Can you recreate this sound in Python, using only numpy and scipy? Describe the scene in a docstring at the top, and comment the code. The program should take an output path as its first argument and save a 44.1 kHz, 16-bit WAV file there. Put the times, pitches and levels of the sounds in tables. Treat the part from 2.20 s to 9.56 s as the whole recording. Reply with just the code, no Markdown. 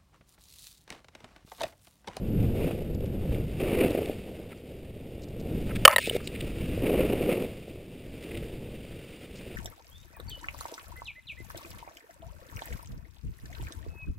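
"""A skier glides through a snowy forest with a small body-worn camera in a case.
From the start wind rumbles and thumps on the case; skis crunch and hiss in turns, knock over lumps, twigs tick.
Halfway, dry branches whip the case and scrape past: the sound overloads and the gain ducks.
Then come two more hard turns, further knocks and brushing twigs, and light gliding to the end.
The mono camera holds each of its slow samples, which adds a glassy treble throughout."""
import sys
import numpy as np
from scipy import signal
from scipy.fft import rfft, irfft
from scipy.io import wavfile
from scipy.ndimage import uniform_filter1d

SR = 44100
rng = np.random.default_rng(int(sys.argv[2]) if len(sys.argv) > 2 else 0)


def store_wav(level_fs):
    """Save 16-bit WAV to argv[1]."""
    pcm = np.round(np.clip(np.atleast_2d(level_fs), -1, 1) * 32767)
    wavfile.write(sys.argv[1], SR, pcm.T.astype(np.int16))


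N = 324576
TIME_S = np.arange(N) / SR

# Levels in the tables apply ahead of the camera's gain control and overload; spectra give shape only.
# Spectrum of wind turbulence on the case. Each row: frequency in Hz, relative density in dB per Hz.
WIND_SPECTRUM = [(10, -1), (28, -3), (65, .5), (130, -1), (200, -4), (300, -8.5), (500, -21), (900, -51),
                 (1500, -42), (3500, -61.5)]
# Wind level before trim and gusts. Each row: time in seconds, level in dB.
WIND_LEVEL = [(0.0, -35), (0.25, -25.5), (0.6, -35), (1.0, -33), (1.15, -29.5), (1.3, -35.5), (1.65, -34.5),
              (2.0, -44), (2.4, -49), (3.15, -41), (3.3, -31.5), (3.62, -32.5), (4.05, -40.5),
              (4.45, -32.5), (4.9, -34.5), (5.3, -44.0), (5.7, -48), (6.4, -40), (7.0, -51.0), (7.36, -43)]
# Gusts thump the case. Each row: centre in seconds, peak in dB, pitch in Hz, half length in seconds.
BUFFETS = [(.265, -20, 122, 0.012), (1.115, -20.5, 56.6, 0.01)]
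# Electronic noise of each channel. Each row: frequency in Hz, relative density in dB per Hz.
SELF_NOISE_SPECTRUM = [(200, -14), (900, -13.5), (2800, 4), (4500, -1), (6000, -9), (7500, -8),
                       (10000, -17), (14000, -18)]
# Modes of the plastic case. Each row: frequency in Hz, relative resonance level in dB, t60 in seconds.
CASE_MODES = [(534, 5, 0.022), (640, 2.5, 0.027), (810, -4.5, 0.019), (1000, -2, .018), (1300, -1.5, 0.028),
              (1800, 0.5, 0.012), (2124, -3, 0.0082), (2807, 0, 0.0085), (3600, -12, 0.0089),
              (4500, -6, 0.01), (4590, -14.5, .012), (5610, -18.5, 0.049)]
# Twigs and needles brush past. Each row: start in seconds, length in seconds, level in dB, centre in Hz,
# width in octaves.
BRUSHES = [(.226, 0.0053, -59, 5000, .2), (.744, .009, -56, 4650, 0.31), (.803, .006, -53, 3200, .6),
           (.855, 0.0073, -51.5, 3400, 0.67), (1.146, 0.0047, -42.5, 2770, .3),
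           (1.704, .004, -43.5, 4300, .4), (1.857, 0.0039, -39.5, 2920, 0.53), (2.305, 0.03, -52, 1840, .8),
           (3.019, 0.0023, -52, 4850, 0.22), (3.028, 0.016, -53.5, 4900, 0.44),
           (3.084, .007, -59, 4900, .25), (3.198, 0.015, -55.5, 4700, 0.47),
           (3.492, 0.026, -44, 1540, 0.69), (3.552, 0.016, -38, 2450, 0.73),
           (4.001, 0.0086, -45.5, 1410, 0.91), (4.044, .039, -53, 5050, 0.29),
           (4.0725, .0054, -33.5, 3350, 0.35), (4.147, 0.015, -43.5, 2530, .55),
           (4.206, 0.007, -35.5, 3040, 0.43), (6.024, 0.018, -50.5, 2800, .7),
           (6.109, .013, -46, 2320, 0.44), (6.145, 0.0093, -43.5, 2540, 0.37),
           (6.172, 0.007, -43.5, 2600, 0.56), (6.227, 0.011, -49.5, 2400, .83),
           (6.722, .008, -55, 2000, 0.74), (7.156, 0.037, -56.5, 4900, .3), (7.21, 0.0044, -51, 2200, 1)]
# Spectrum of packing snow. Each row: frequency in Hz, relative density in dB per Hz.
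CRUNCH_SPECTRUM = [(40, -27), (110, -13.5), (200, -3), (330, 0.26), (500, -0.5), (640, -8.5), (800, -17),
                   (1000, -26.5), (1500, -35), (4000, -69.5)]
# Light hiss of flat skis. Each row: frequency in Hz, relative density in dB per Hz.
HISS_SPECTRUM = [(300, -24), (900, -14.5), (1250, -9.5), (1650, -8), (2200, -1.5), (2750, 1.5),
                 (3250, -4.5), (3700, -4.5), (4150, -13), (4700, -9), (5400, -14), (6000, -16)]
# Darker scrape of biting edges. Each row: frequency in Hz, relative density in dB per Hz.
CARVE_SPECTRUM = [(300, -21), (950, -7), (1250, -2), (1600, -6.5), (2250, 3.5), (2750, 5), (3250, -6.5),
                  (3700, -10.5), (4150, -15), (4700, -16.5), (6000, -24)]
# Hiss between turns, before trim and fluctuation. Each row: time in seconds, level in dB.
GLIDE_LEVEL = [(0, -62), (.25, -53.5), (.75, -61), (1.3, -54.5), (2.2, -58), (2.45, -62), (3.1, -61),
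               (3.5, -50.5), (4.1, -52), (4.55, -47.5), (5.3, -55.5), (5.65, -61), (6.1, -54.5), (6.4, -57),
               (7.35, -54.5)]
# Skis set on edge. Each row: start in seconds, hardest push in seconds, let-go in seconds, crunch in dB,
# scrape in dB, both at the hardest push before trim and fluctuation.
TURNS = [(0.334, 0.477, 0.517, -31.5, -47.5), (1.083, 1.147, 1.15, -42.5, -54.5),
         (1.376, 1.587, 1.91, -26, -39), (2.02, 2.13, 2.56, -43, -71), (4.599, 4.81, 5.05, -26.5, -40),
         (4.995, 5.115, 5.24, -29, -42.5), (6.0, 6.16, 6.25, -46, -57)]
# An edge catches in a turn. Each row: centre in seconds, half length in seconds, extra scrape in dB.
BITES = [(.463, 0.041, 2), (1.407, .006, 4), (1.604, .007, 7), (1.638, 0.024, 5.5), (1.78, 0.0027, 6),
         (4.666, 0.0094, 6), (4.806, 0.015, 6), (4.933, 0.014, 4.5), (5.123, 0.018, 6)]
# Skis knock on large lumps. Each row: centre in seconds, peak in dB, half length in seconds.
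KNOCKS = [(0.237, -29, 0.0017), (0.579, -30, 0.0017), (.809, -29, .0025), (1.212, -32, .0016),
          (1.612, -15, 0.0039), (1.751, -13.5, .0013), (1.79, -14, 0.0014), (1.821, -19, 0.0015),
          (1.898, -16, 0.0012), (3.876, -11.5, 0.0012), (3.885, -24, 0.0044), (3.913, -15.5, 0.0013),
          (3.939, -29, 0.0088), (3.954, -14.5, 0.0025), (3.9642, -14.5, 0.0012), (4.578, -22, .0016),
          (4.708, -15.5, 0.0016), (4.795, -15, .0025), (4.937, -15.5, 0.0013), (5.092, -17.5, 0.0018),
          (5.24, -26.5, 0.0014), (5.482, -29.5, 0.0013), (6.227, -29.5, .002), (7.267, -31.5, 0.0016)]
# A branch drags on the case between and after blows. Each row: start in seconds, length in seconds,
# level in dB, centre in Hz, width in octaves.
DRAGS = [(3.664, 0.05, -15.5, 640, .13), (3.686, 0.048, -15, 1100, 0.48), (3.692, 0.044, -18.5, 2200, .36),
         (3.709, .003, -17.5, 4900, .25), (3.792, 0.086, -30, 3430, 0.56), (3.8, 0.018, -34, 2800, 0.18),
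         (3.836, 0.024, -30.5, 2460, 0.07), (3.852, 0.0062, -36, 3290, 0.16),
         (3.88, 0.089, -39.5, 2970, 0.72)]
# Branches whip the case. Each row: start in seconds, level in dB, contact in seconds, dying time in seconds,
# first ring in Hz, its level in dB re the blow, second ring in Hz, its level in dB re the blow.
WHIPS = [(3.6515, 3, 0.0046, 0.0027, 1268, -1, 3010, 2.5), (3.678, 5, 0.002, 0.0023, 1160, 9.5, 2990, -7),
         (3.693, -11, 0.002, 0.0023, 1700, -0.5, 2820, -6.5),
         (3.701, -14.5, .001, 0.0022, 2070, 1, 1200, -8.5),
         (3.728, -12.5, 0.0072, 0.0072, 1030, 1.5, 2030, -7.5),
         (3.7612, -3.5, 0.0025, 0.0024, 1894, 8, 3880, 1),
         (3.7826, -6.5, 0.0033, 0.003, 1803, 4.5, 1340, -30),
         (3.8962, -30.5, 0.00089, 0.0022, 3680, 12, 2980, 20.5)]

HOLD_HZ, EDGE_HZ = 12000, 15650  # slow sample rate, upper band limit
SELF_NOISE_DB = -76
# Edge pressure: the edge sets, builds to the hardest push, eases, lets go
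SET_S, BUILD_DB_PER_S, EASE_DB_PER_S, LET_GO_S = 0.04, 16.5, 33.5, 0.072
# Between turns the crunch follows the speed, as the wind does
CRUISE_WIND_DB, CRUISE_CRUNCH_DB, CRUNCH_DB_PER_WIND_DB = -39.5, -44, 0.57
KNOCK_HZ = 450
# Chance small lumps; mean peak re the crunch level
LUMPS_PER_S, LUMP_RE_CRUNCH_DB, LUMP_SPREAD_DB, LUMP_HALF_S = 7, 7.5, 4, 0.0016
# Chance needle ticks
NEEDLES_PER_S, NEEDLE_S, NEEDLE_DB, NEEDLE_SPREAD_DB = 2, 0.0038, -63, 1
NEEDLE_HZ, NEEDLE_OCTAVES = 4900, 0.25


def gain_of(db):
    """Decibels to amplitude."""
    return 10 ** (np.asarray(db) / 20)


def evened(x):
    """Scales to an rms of one."""
    return x / np.sqrt(np.mean(x ** 2) + 1e-20)


def add(mix, start_s, sound):
    """Mixes a sound in at a time, in place."""
    part = mix[max(round(start_s * SR), 0):][:len(sound)]
    part += sound[:len(part)]


def curve(rows):
    """Joins (s, value) rows by straight lines."""
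    return np.interp(TIME_S, *np.transpose(rows))


def colour(x, points):
    """Filters by a spectrum of (Hz, dB) points; rms one."""
    hz, db = np.transpose(points)
    bins_hz = np.fft.rfftfreq(len(x), 1 / SR)
    gain = gain_of(np.interp(np.log(bins_hz + 1), np.log(hz), db))
    return evened(irfft(rfft(x) * gain, len(x)))


def flutter(rate_hz):
    """Smooth random fluctuation of rms one, fading out above a rate."""
    bins_hz = np.fft.rfftfreq(N, 1 / SR)
    band = (bins_hz > rate_hz / 8) / (1 + (bins_hz / rate_hz) ** 4)
    return evened(irfft(rfft(rng.standard_normal(N)) * band, N))


def chance_times(per_s):
    """Moments that fall at random, at a mean rate."""
    return TIME_S[rng.random(N) < per_s / SR]


def grains(per_s, spread_db):
    """Random clicks of either sign, most small and a few large, as from breaking crystals."""
    size = gain_of(spread_db * np.minimum(rng.exponential(1, N), 4))
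    sign = rng.choice([-1, 1], N)
    return evened(size * sign * (rng.random(N) < per_s / SR))


def thumps(rows):
    """Dull pushes: short cosines in a bell envelope, from rows of (s, dB, Hz, half length s)."""
    out, t = np.zeros(N), np.arange(-1024, 1024) / SR
    for centre_s, db, hz, half_s in rows:
        bell = np.exp(-(t / half_s) ** 2)
        add(out, centre_s + t[0], gain_of(db) * bell * np.cos(2 * np.pi * hz * t))
    return out


def wind(trim_db=1.0, gust_db=1.07):
    """Lumpy turbulence on the case: coloured noise with a fluctuating level."""
    air = colour(rng.standard_normal(N), WIND_SPECTRUM)
    return air * gain_of(curve(WIND_LEVEL) + trim_db + gust_db * flutter(rate_hz=6.9))


def case(x, lowest_hz=380):
    """Rings the modes of the case, which is too small to radiate bass."""
    t = np.arange(2048) / SR
    ring = np.zeros(len(t))
    for k, (hz, db, t60_s) in enumerate(CASE_MODES):
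        decay = gain_of(db - 60 * t / t60_s) / t60_s  # division evens the resonance peaks
        ring += (-1) ** k * decay * np.cos(2 * np.pi * hz * t)
    highpass = signal.butter(2, lowest_hz, "high", fs=SR, output="sos")
    return signal.fftconvolve(x, signal.sosfilt(highpass, ring))[:len(x)]


def rub(rows, slips_per_s, rise_s, dying_s):
    """Wood slips over the case: dense clicks in a band, higher for finer twigs."""
    out, t = np.zeros(N), np.arange(8192) / SR
    octave = np.log2(np.fft.rfftfreq(len(t), 1 / SR) + 1)
    slips = grains(slips_per_s, spread_db=3.0)
    slips = evened(case(slips)) + 1.3 * slips  # case ring plus direct clicks
    for start_s, length_s, db, hz, octaves in rows:
        band = np.exp(-0.5 * ((octave - np.log2(hz)) / octaves) ** 2)
        clicks = slips[min(round(start_s * SR), N - len(t)):][:len(t)]
        touch = np.minimum(t / rise_s, 1) * np.exp(-np.maximum(t - length_s, 0) / dying_s)
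        scrape = irfft(rfft(clicks) * band) * touch
        add(out, start_s, gain_of(db) * scrape * np.linalg.norm(touch) / np.linalg.norm(scrape))
    return out


def needles():
    """Rows for faint high brushes at random moments."""
    rows = []
    for start_s in chance_times(NEEDLES_PER_S):
        db = NEEDLE_DB + NEEDLE_SPREAD_DB * rng.standard_normal()
        rows.append((start_s, NEEDLE_S, db, NEEDLE_HZ, NEEDLE_OCTAVES))
    return rows


def pressure(start_s, push_s, end_s):
    """Edge pressure through one turn, one at the hardest push."""
    build_db = -BUILD_DB_PER_S * np.maximum(push_s - TIME_S, 0)
    ease_db = -EASE_DB_PER_S * np.maximum(TIME_S - push_s, 0)
    edge_set = np.clip((TIME_S - start_s) / SET_S, 0, 1)
    let_go = np.exp(-np.maximum(TIME_S - end_s, 0) / LET_GO_S)
    return gain_of(build_db + ease_db) * edge_set * let_go


def snow_levels():
    """Levels in dB of crunch and scrape: gliding and turns summed in power."""
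    speed_db = curve(WIND_LEVEL) - CRUISE_WIND_DB
    crunch = gain_of(CRUISE_CRUNCH_DB + CRUNCH_DB_PER_WIND_DB * speed_db)
    scrape = gain_of(curve(GLIDE_LEVEL))
    for start_s, push_s, end_s, crunch_db, scrape_db in TURNS:
        press = pressure(start_s, push_s, end_s)
        crunch = np.hypot(crunch, gain_of(crunch_db) * press)
        scrape = np.hypot(scrape, gain_of(scrape_db) * press)
    return 20 * np.log10(crunch), 20 * np.log10(scrape)


def knocks(packing_db):
    """Large lumps knock the skis; small ones are as loud as the snow is pressed."""
    large = thumps((s, db, KNOCK_HZ, half_s) for s, db, half_s in KNOCKS)
    small_rows = []
    for s in chance_times(LUMPS_PER_S):
        db = LUMP_RE_CRUNCH_DB + LUMP_SPREAD_DB * rng.standard_normal()
        small_rows.append((s, db, KNOCK_HZ, LUMP_HALF_S))
    return large + thumps(small_rows) * gain_of(packing_db)


def skis(packing_db, scrape_db, bite_db=-49, bite_range_db=4.0, crunch_share=0.57, uneven_db=0.8):
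    """Snow packs in small collapses under the skis and sprays off the edges; one chatter shakes both."""
    chatter = flutter(rate_hz=58)
    ground_db = uneven_db * flutter(rate_hz=12)
    catch_db = sum(db * np.exp(-((TIME_S - s) / half_s) ** 2) for s, half_s, db in BITES)
    crunch_db = packing_db + ground_db + crunch_share * catch_db - 0.3 + 1.1 * chatter
    crunch = colour(grains(per_s=2400, spread_db=3.0), CRUNCH_SPECTRUM) * gain_of(crunch_db)
    edge_db = scrape_db + ground_db + catch_db
    # the harder the edge presses, the more the fine hiss gives way to a coarse scrape
    biting = 1 / (1 + np.exp((bite_db - edge_db) / bite_range_db))
    glide = colour(grains(per_s=9000, spread_db=2.0), HISS_SPECTRUM) * gain_of(2.5 + 0.9 * chatter)
    carve = colour(grains(per_s=1600, spread_db=2.5), CARVE_SPECTRUM) * gain_of(-1.5 + 2.4 * chatter)
    edges = np.sqrt(1 - biting) * glide + np.sqrt(biting) * carve
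    return crunch + gain_of(edge_db) * edges


def whips(rise_s=0.00092, strike=16):
    """A branch strikes the case, rattles while it touches, and rings briefly with two bending modes."""
    out, t = np.zeros(N), np.arange(2048) / SR
    for start_s, db, contact_s, dying_s, first_hz, first_db, second_hz, second_db in WHIPS:
        touch = np.minimum(t / rise_s, 1) * np.exp(-np.maximum(t - contact_s, 0) / dying_s)
        rattle = case(rng.standard_normal(len(t)) * touch + strike * (t == 0))
        rattle *= np.linalg.norm(touch) / np.linalg.norm(rattle)
        first = gain_of(first_db) * np.sin(2 * np.pi * first_hz * t)
        second = gain_of(second_db) * np.sin(2 * np.pi * second_hz * t)
        add(out, start_s, gain_of(db) * (rattle + (first + second) * touch))
    return out


def scene():
    """Everything reaches one microphone, copied to two channels; snow gives no echo."""
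    packing_db, scrape_db = snow_levels()
    air = wind() + thumps(BUFFETS)
    twigs = rub(BRUSHES + needles(), slips_per_s=1400, rise_s=0.00083, dying_s=0.0014)
    snow = skis(packing_db, scrape_db) + knocks(packing_db)
    branches = whips() + rub(DRAGS, slips_per_s=1700, rise_s=0.003, dying_s=0.004)
    mono = air + twigs + snow + branches
    return np.array([mono, mono])


def gain_control(x, limit_db=-10.0, recovery_db_per_s=62, lag_s=0.0048):
    """The gain drops a moment after a loud blow and creeps back."""
    power = abs(uniform_filter1d((x ** 2).mean(0), size=256))
    power_db = 10 * np.log10(power + 1e-12)
    creep_db = TIME_S * recovery_db_per_s
    held_db = np.maximum.accumulate(power_db + creep_db) - creep_db  # peaks that fall at a steady rate
    over_db = np.maximum(held_db - limit_db, 0)
    smooth_db = uniform_filter1d(over_db, size=256, origin=127)
    return x / gain_of(np.interp(TIME_S - lag_s, TIME_S, smooth_db))


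def record(dry):
    """Gain control, slow sampling and overload; holding each sample mirrors the sound into the treble."""
    slow = signal.resample_poly(gain_control(dry), HOLD_HZ, SR, axis=1)
    slow = slow / (1 + slow ** 4) ** (1 / 4)  # soft overload towards full scale
    steps = np.repeat(slow, 4, axis=1)
    held = signal.resample_poly(steps, SR, 4 * HOLD_HZ, axis=1)[:, :N]
    hiss = np.array([colour(rng.standard_normal(N), SELF_NOISE_SPECTRUM) for _ in held])
    noisy = held + gain_of(SELF_NOISE_DB) * hiss
    lowpass = signal.firwin(511, EDGE_HZ, window=("kaiser", 8), fs=SR)
    return signal.oaconvolve(noisy, lowpass[None], "same")


dry = scene()
out = record(dry)
store_wav(out)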